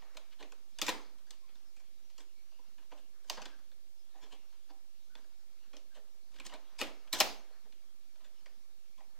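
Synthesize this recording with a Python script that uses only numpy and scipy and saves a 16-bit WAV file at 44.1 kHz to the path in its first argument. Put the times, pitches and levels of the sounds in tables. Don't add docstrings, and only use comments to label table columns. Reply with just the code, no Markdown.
import sys
import numpy as np
from scipy import signal
from scipy.fft import rfft, irfft
from scipy.io import wavfile
from scipy.ndimage import uniform_filter1d

SR = 44100
rng = np.random.default_rng(int(sys.argv[2]) if len(sys.argv) > 2 else 0)


def waveform_to_disk(signal):
    frames = np.transpose(np.atleast_2d(signal))
    scaled = np.clip(frames, -1, 1) * 32767
    samples = np.round(scaled).astype(np.int16)
    wavfile.write(sys.argv[1], SR, samples)


N = 405275

# frequency in Hz, relative density in dB per Hz.
AIR_SPECTRUM = [(20, -30.5), (34, -22), (44, -22.5), (60, -21), (80, -25.5), (100, -29.5), (135, -31),
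                (165, -31.5), (210, -27), (380, -34.5), (610, -35.5), (1310, -43), (5230, -36.5),
                (9200, -43), (14600, -43.5), (15800, -50)]
AIR_DB = -70.5
# frequency in Hz, correlation from -1 to 1.
AIR_LIKENESS = [(60, -0.79), (180, 0.43), (550, -0.025), (1650, -0.15), (4970, -0.43), (15000, 0.23)]
# frequency in Hz, left and right levels in dB rms about which they waver.
HUM_TONES = [(40.7, -88, -94.5), (52.3, -83, -87)]
# centre in seconds, half length in seconds, frequency in Hz, peak amplitude in dB.
FAR_SWELLS = [(3.447, .08, 75.6, -84), (3.75, 0.25, 68.2, -75), (6.31, 0.21, 60.7, -73)]

# time in seconds, dull drag in dB rms, bright scuff in dB rms.
RUBBING = [(0.0, -70, -72), (0.38, -81.5, -79.5), (0.76, -80.5, -76.5), (0.85, -60, -68), (1.0, -70, -75),
           (1.2, -82.5, -81.5), (1.61, -84, -78), (2.56, -84, -78), (3.27, -81.5, -80.5), (3.33, -64, -61),
           (3.44, -63, -68), (3.55, -75.5, -77.5), (3.75, -88, -81), (4.32, -78.5, -76.5), (4.79, -86, -79),
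           (5.6, -82, -78), (6.0, -87.5, -81), (6.5, -73.5, -75.5), (6.99, -73, -74.5), (7.86, -81.5, -81),
           (8.011, -84, -79.5), (8.4, -79, -78), (8.68, -79.5, -81), (8.96, -89.5, -78), (9.19, -77.5, -80)]

# time of the crack in seconds, click level in dB (loudest 5 ms rms),
# panel thud in dB re the click, bright edge in dB re the click, favoured pitch in Hz,
# swell time constant in ms, chatter decay time constant in ms.
CONTACTS = [(0.0216, -67, 0, -9, 1820, 2.2, 12), (0.148, -68, 5, -3, 560, 2.3, 8.6),
            (0.17, -49, -7, -4, 5050, 0.65, 6.3), (0.3314, -62.5, -14, -10, 3250, 14, 6.9),
            (0.408, -57.5, 3, -9, 3080, 10.6, 21), (0.4263, -52, -4.5, -9, 2370, 0.68, 4.4),
            (0.444, -70, 7, -13, 600, 3.3, 5.8), (0.521, -58, -6.5, -2, 1150, 0.5, 5.2),
            (0.787, -45.5, -12.5, -2.5, 3300, 0.49, 6.9), (0.8156, -31.5, -11.5, -1.5, 3330, 0.47, 8.5),
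            (0.866, -42.5, -9, 0.5, 2410, 1.1, 15), (0.8815, -33, -2.5, -10, 2340, 2.4, 7),
            (0.892, -34.5, -13, -2, 930, 5.6, 8), (1.184, -72.5, -5, -3, 3180, 4, 13),
            (1.268, -71.5, -7, -4, 1740, 3.9, 46), (1.307, -52.5, -16, 0.5, 4540, 0.55, 4.9),
            (1.3333, -66, -8, -19, 3060, 8, 7.1), (1.4887, -69, -2, -23, 2580, 1.1, 17),
            (1.553, -66.5, -8, -8, 3250, 0.6, 12), (1.765, -67.5, -7, -1, 2450, 0.6, 17),
            (1.7997, -69.5, -5, -2, 2440, 2.9, 10), (2.101, -69, -10, -3, 2760, 3.2, 13),
            (2.1804, -59.5, -6.5, 1.5, 2960, 0.8, 11), (2.2074, -60.5, -6.5, -2, 3400, 7.4, 13),
            (2.518, -76, 4.5, -11, 620, 4, 13), (2.5917, -75.5, 8.5, -5, 1000, 5.5, 4.6),
            (2.7826, -67.5, -5, -6, 1140, 3.2, 21), (2.8274, -75, -1, -4, 860, 4, 4.6),
            (2.92, -61, 7, -14, 570, 2.4, 8.3), (2.928, -68, 6, -6, 610, 36, 23),
            (2.9783, -66, -9, -6, 3060, 4, 18), (3.2423, -76, 3, 3, 1110, 3.4, 17),
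            (3.286, -69, -9, 3, 6540, 9.4, 4.4), (3.2985, -34.5, -11, -2, 6170, 0.13, 4.7),
            (3.374, -51.5, 1, -12, 851, 2.4, 13), (3.4185, -50, -10, -5.5, 800, 1.3, 7),
            (3.4555, -47, -8, -7.5, 3840, 0.54, 6.1), (3.59, -74.5, 2, -4, 1600, 2.8, 6),
            (3.7161, -67, -5.5, -12, 3800, 0.65, 9), (4.1594, -74.5, 12, -14, 776, 19, 7.8),
            (4.179, -75.5, 9, -7, 790, 8.2, 21), (4.2332, -61, -2, -5, 3500, 15, 20),
            (4.264, -76, 9, -8, 870, 4.5, 8.9), (4.3259, -56, -5, -7.5, 800, 9.9, 17),
            (4.529, -74, -7, -5, 935, 4, 14), (4.7034, -65.5, 4.5, -16, 784, 8.1, 8.6),
            (5.153, -53, -10, -12.5, 4000, 0.28, 3), (5.187, -71, 1, -4, 1650, 21, 8.2),
            (5.2455, -75.5, 3.5, -8, 900, 5.6, 4.4), (5.7323, -62, 4, -8, 560, 2.1, 30),
            (5.7676, -56.5, -23, .6, 4030, 0.48, 4.7), (5.9507, -63.5, -0.5, -5.5, 530, 4.9, 22),
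            (5.971, -69.5, 10, -7, 590, 5.6, 12), (6.3195, -74, -12, 0, 3620, 2.6, 6.8),
            (6.3414, -69, -1.5, -0.5, 2980, 3.5, 20), (6.3637, -61, -17, -9, 1550, 4, 9.8),
            (6.3863, -59.5, -5, -7, 2930, 3.6, 6.1), (6.3991, -49.5, -8.5, -7.5, 2540, 0.73, 6.2),
            (6.4535, -56, -4.5, -2, 3340, 6.6, 11), (6.4658, -49.5, -10, 1.7, 4570, 4.7, 5.3),
            (6.4974, -56, -6, -14, 2790, 2.6, 25), (6.5252, -58, 2.5, -20, 945, 5.5, 14),
            (6.5373, -52.5, -3.5, -6.5, 560, 1.6, 6.9), (6.553, -59, -3.5, -9, 920, 7.9, 7.5),
            (6.7902, -45.5, -8.5, -1.5, 2380, 2.5, 23), (6.8145, -33, -5, -7, 2420, 3.8, 10.8),
            (6.8708, -60, 4.5, 2, 825, 4, 12), (7.0745, -63, -8, -8, 3200, 0.6, 6.1),
            (7.1296, -32.5, -12.5, -2, 4860, 1.2, 9.1), (7.145, -42.5, -5.5, -3, 3460, 3.8, 34),
            (7.1896, -45.5, -8, 1.5, 3860, 8.1, 14), (7.203, -27, -4.5, 2, 2980, 0.71, 3.3),
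            (7.208, -25, -9.5, -1.5, 4300, 3.3, 6.8), (7.503, -82, 19, -5, 582, 5, 8.3),
            (7.6566, -81, 14, -3, 924, 4.8, 9), (7.7232, -63.5, -13, -11, 3180, 0.86, 8.5),
            (8.157, -70.5, -5, -7, 629, 4.3, 10), (8.207, -72.5, -3.5, -14, 1070, 12, 23),
            (8.244, -65, -3, -5.5, 600, 2, 25), (8.4595, -58, -5.5, -8.5, 2170, 0.42, 7.9),
            (8.9787, -68.5, -2, -5.5, 963, 0.6, 22), (9.005, -70.5, 9.5, -6.5, 770, 0.6, 5.9)]
# frequency in Hz, bandwidth in Hz, mean strength in dB.
TRAY_MODES = [(228, 160, -8), (310, 65, 0), (432, 41, -6), (530, 58, -1.5), (610, 44, -0.5),
              (783, 84, -1.5), (929, 162, -3.5), (1003, 103, 3.5), (1329, 610, 3.5), (1600, 420, 5),
              (1866, 170, 0), (2230, 500, -1), (2470, 180, 1), (2933, 410, 2), (3300, 220, 1),
              (3510, 190, 1), (4180, 580, 3), (4560, 480, 1.5), (5185, 480, 0), (5700, 850, 4),
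              (6350, 1540, 3.5), (6890, 360, -2.5), (7600, 1500, -5.5), (9340, 1400, -13.5),
              (10760, 1800, -22.5), (11100, 910, -10.5), (13140, 980, -12), (15000, 1600, -20.5)]
PART_TOPS_HZ = [850, 2000, 5000]
# frequency in Hz, side strength in dB re mid.
PORT_SIDE = [(300, -16.5), (2000, -23), (3500, -17.5), (6000, -10), (14000, -13)]
KNOCK_DB, KNOCK_FOLLOWS, KNOCK_FAVOURED_DB = -2, 0.52, 5
THUD_LAG_MS, KNOCK_LAG_MS = 4.0, 1.2
FIRST_SLIP = 9.0

# frequency in Hz, 60 dB decay time in seconds.
ROOM_T60 = [(200, 0.52), (530, 0.42), (1390, 0.37), (3680, 0.32), (9700, 0.32)]
ROOM_DB = -8
ROOM_LIKENESS = 0.34
FIRST_WALL_S = 0.003

# centre in seconds, pitch in Hz,
# level in dB rms at the top of the swell.
RING_TONES = [(1.446, 1075, -77.5), (1.679, 5230, -76), (2.395, 2270, -76.5), (3.53, 1600, -68.5),
              (4.0, 5130, -77), (4.74, 800, -73), (5.135, 1486, -71), (5.929, 1600, -79), (8.39, 2980, -78)]
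RING_HALF_S, RING_WIDTH = 0.033, 0.034

CONVERTER_OFFSET = [
    [-0.00285],
    [0.00694],
]
CUTOFF_HZ = 16300


def from_db(db):
    return 10 ** (np.asarray(db) / 20)


def rms_one(x):
    return x / np.sqrt(np.mean(x ** 2) + 1e-20)


def loudest(x):
    return np.sqrt(uniform_filter1d(x ** 2, size=220).max() + 1e-20)


def at_hz(points, hz):
    table = np.array(points)
    return np.interp(np.log(hz), np.log(table[:, 0]), table[:, 1])


def drift(rate_hz):
    step = 40
    pole = np.exp(-2 * np.pi * rate_hz * step / SR)
    noise = rng.standard_normal(N // step + 2002)
    slow = signal.lfilter([1], [1, -2 * pole, pole * pole], noise)[2000:]
    return np.interp(np.arange(N) / step, np.arange(len(slow)), rms_one(slow))


def band(x, low_hz, high_hz):
    sos = signal.butter(2, [low_hz, min(high_hz, .45 * SR)], "band", fs=SR, output="sos")
    return signal.sosfilt(sos, x)


def mid_side(mid, side, likeness):
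    return np.sqrt(1 + likeness) * mid + np.sqrt(1 - likeness) * side * [[1], [-1]]


def air():
    hz = np.maximum(np.fft.rfftfreq(N, 1 / SR), 1)
    mid, side = rfft(rng.standard_normal((2, N)))
    likeness = np.clip(at_hz(AIR_LIKENESS, hz), -.95, .95)
    both = mid_side(mid, side, likeness)
    lean_db = 2.8 * np.exp(-(hz / 140) ** 2) * np.array([[-1], [1]])
    shaped = both * from_db(at_hz(AIR_SPECTRUM, hz) + lean_db)
    return from_db(AIR_DB) * rms_one(irfft(shaped, N))


def hum():
    t = np.arange(N) / SR
    out = np.zeros((2, N))
    for hz, left_db, right_db in HUM_TONES:
        peak = np.sqrt(2) * from_db([[left_db], [right_db]] + 4.1 * drift(2.5))
        out += peak * np.sin(2 * np.pi * hz * t + 1.1 * drift(1.1))
    for s, half_s, hz, level_db in FAR_SWELLS:
        envelope = np.exp(-((t - s) / half_s) ** 2)
        out += from_db(level_db) * envelope * np.sin(2 * np.pi * hz * t)
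    return out


def blow_tail(level_db, rise_s, fade_s):
    s, click_db = np.transpose(CONTACTS)[:2]
    blows = np.zeros(N)
    blows[(s * SR).astype(int)] = from_db(2 * (click_db + level_db))
    rise, fade = np.exp(-1 / (np.array([rise_s, fade_s]) * SR))
    power = signal.lfilter([1 - rise], np.convolve([1, -rise], [1, -fade]), blows + 1e-18)
    return np.sqrt(power)


def rubbing():
    s, drag_db, scuff_db = np.transpose(RUBBING)
    t = np.arange(N) / SR
    drag, scuff = np.zeros(N), np.zeros(N)
    for hz in (293, 509, 800, 1150, 1600):
        patch = band(rng.standard_normal(N), hz / 1.5, hz * 1.216)
        drag += patch * from_db(3.3 * drift(11.0))
    for hz in np.arange(2300, 7300, 500):
        patch = band(rng.standard_normal(N), hz - 170, hz + 170)
        scuff += patch * from_db(4 * drift(8) - max(0, hz - 5500) / 300)
    drag_gain = np.hypot(from_db(np.interp(t, s, drag_db)),
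                         blow_tail(level_db=-27, rise_s=0.014, fade_s=0.041))
    scuff_gain = np.hypot(from_db(np.interp(t, s, scuff_db)),
                          blow_tail(level_db=-24.5, rise_s=0.033, fade_s=0.028))
    return drag_gain * rms_one(drag) + scuff_gain * rms_one(scuff)


def ringing(hz, width_hz, t):
    ring = np.exp((2j * np.pi * hz - np.pi * width_hz) * t) * np.sqrt(width_hz)
    return rfft(ring.imag), rfft(ring.real)


def contacts(size=4096, lead=1024):
    hz, width_hz, mode_db = np.transpose(TRAY_MODES)[:, :, None]
    t = np.arange(size) / SR
    held_mid, held_side = ringing(hz, width_hz, t)
    free_mid, free_side = ringing(hz, .4 * width_hz, t)
    part = np.searchsorted(PART_TOPS_HZ, hz[:, 0]) == np.arange(4)[:, None]
    lag_ms = np.array([[THUD_LAG_MS], [KNOCK_LAG_MS], [0], [0]])
    part_lag = np.exp(-2j * np.pi * np.fft.rfftfreq(size, 1000 / SR) * lag_ms)
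    ms = 1000 * (t - lead / SR)
    alternate = (-1) ** np.arange(len(hz))[:, None]
    out = np.zeros((2, N + 2 * size))
    for s, click_db, thud_db, edge_db, pitch_hz, swell_ms, chatter_ms in CONTACTS:
        touched = PART_TOPS_HZ[0] < pitch_hz < PART_TOPS_HZ[1]
        knock_db = KNOCK_DB + KNOCK_FOLLOWS * thud_db + KNOCK_FAVOURED_DB * touched
        favour = np.exp(-(np.log(hz / pitch_hz) / 0.11) ** 2) / (1 + hz / 2500)
        hard_db = 0.46 * (click_db + 42.0) * (hz > 10000)
        scatter_db = rng.normal(0, 3.14, hz.shape)
        strength = from_db(mode_db + hard_db + scatter_db) * alternate
        unlike = from_db(at_hz(PORT_SIDE, hz)) * rng.choice([-1, 1], hz.shape)

        swell = np.exp(ms / max(swell_ms, .05))
        decay = np.exp(-np.abs(ms) / max(chatter_ms, .2))
        force = np.where(ms < 0, swell, decay)
        crack = (np.arange(size) == lead) * FIRST_SLIP / (1 + swell_ms)
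        noise = rng.standard_normal(size)
        grain = 0.43 + (rng.random(size) < .08) * 2.3
        slips = part_lag * rfft(crack + force * noise * grain)

        mid = irfft(slips * (part @ (strength * (held_mid + 2.0 * favour * free_mid))))
        side = irfft(slips * (part @ (strength * unlike * (held_side + 2.2 * favour * free_side))))
        part_db = click_db + np.array([thud_db, knock_db, 0, edge_db])
        gains = from_db(part_db) / [loudest(m) for m in mid]
        at = round(s * SR)
        out[:, at:at + size] += gains @ mid + gains @ side * [[1], [-1]]
    return out[:, lead:N + lead]


def room(x):
    edges = 170 * 2 ** (np.arange(21) / 3)
    white = rng.standard_normal((2, 2, N))
    out = np.zeros((2, N))
    likeness = np.clip(ROOM_LIKENESS, 0, .95)
    spread = np.exp(-1 / (FIRST_WALL_S * SR))
    for k, (low, high) in enumerate(zip(edges, edges[1:])):
        t60 = at_hz(ROOM_T60, np.sqrt(low * high))
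        keep = from_db(-120 / (t60 * SR))
        stored = signal.lfilter([(1 - keep) * (1 - spread)], np.convolve([1, -keep], [1, -spread]),
                                band(x, low, high) ** 2)
        mid, side = rms_one(band(white[k % 2], low, high))
        soaked = from_db(-1.2 * np.log2(high / 1000))
        out += soaked * np.sqrt(stored) * mid_side(mid, side, likeness)
    return out


def ring_tones():
    out = np.zeros(N + SR)
    t = np.linspace(-.15, .15, round(.3 * SR))
    envelope = np.exp(-(t / RING_HALF_S) ** 2)
    for s, hz, level_db in RING_TONES:
        at = round((s + t[0]) * SR)
        noise = rng.standard_normal(len(t))
        tone = rms_one(band(noise, hz * (1 - RING_WIDTH), hz * (1 + RING_WIDTH)))
        out[at:at + len(t)] += from_db(level_db) * envelope * tone
    return out[:N]


def scene(order=5):
    tray = contacts() + rubbing() + ring_tones()
    direct = tray * from_db([[.3], [-.3]])
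    near = direct + from_db(ROOM_DB) * room(tray.mean(axis=0))
    small = signal.butter(order, 185, "high", fs=SR, output="sos")
    return signal.sosfilt(small, near) + air() + hum()


def record(dry):
    top_cut = signal.cheby2(20, 50, CUTOFF_HZ, fs=SR, output="sos")
    return CONVERTER_OFFSET + signal.sosfilt(top_cut, dry)


dry = scene()
out = record(dry)
waveform_to_disk(out)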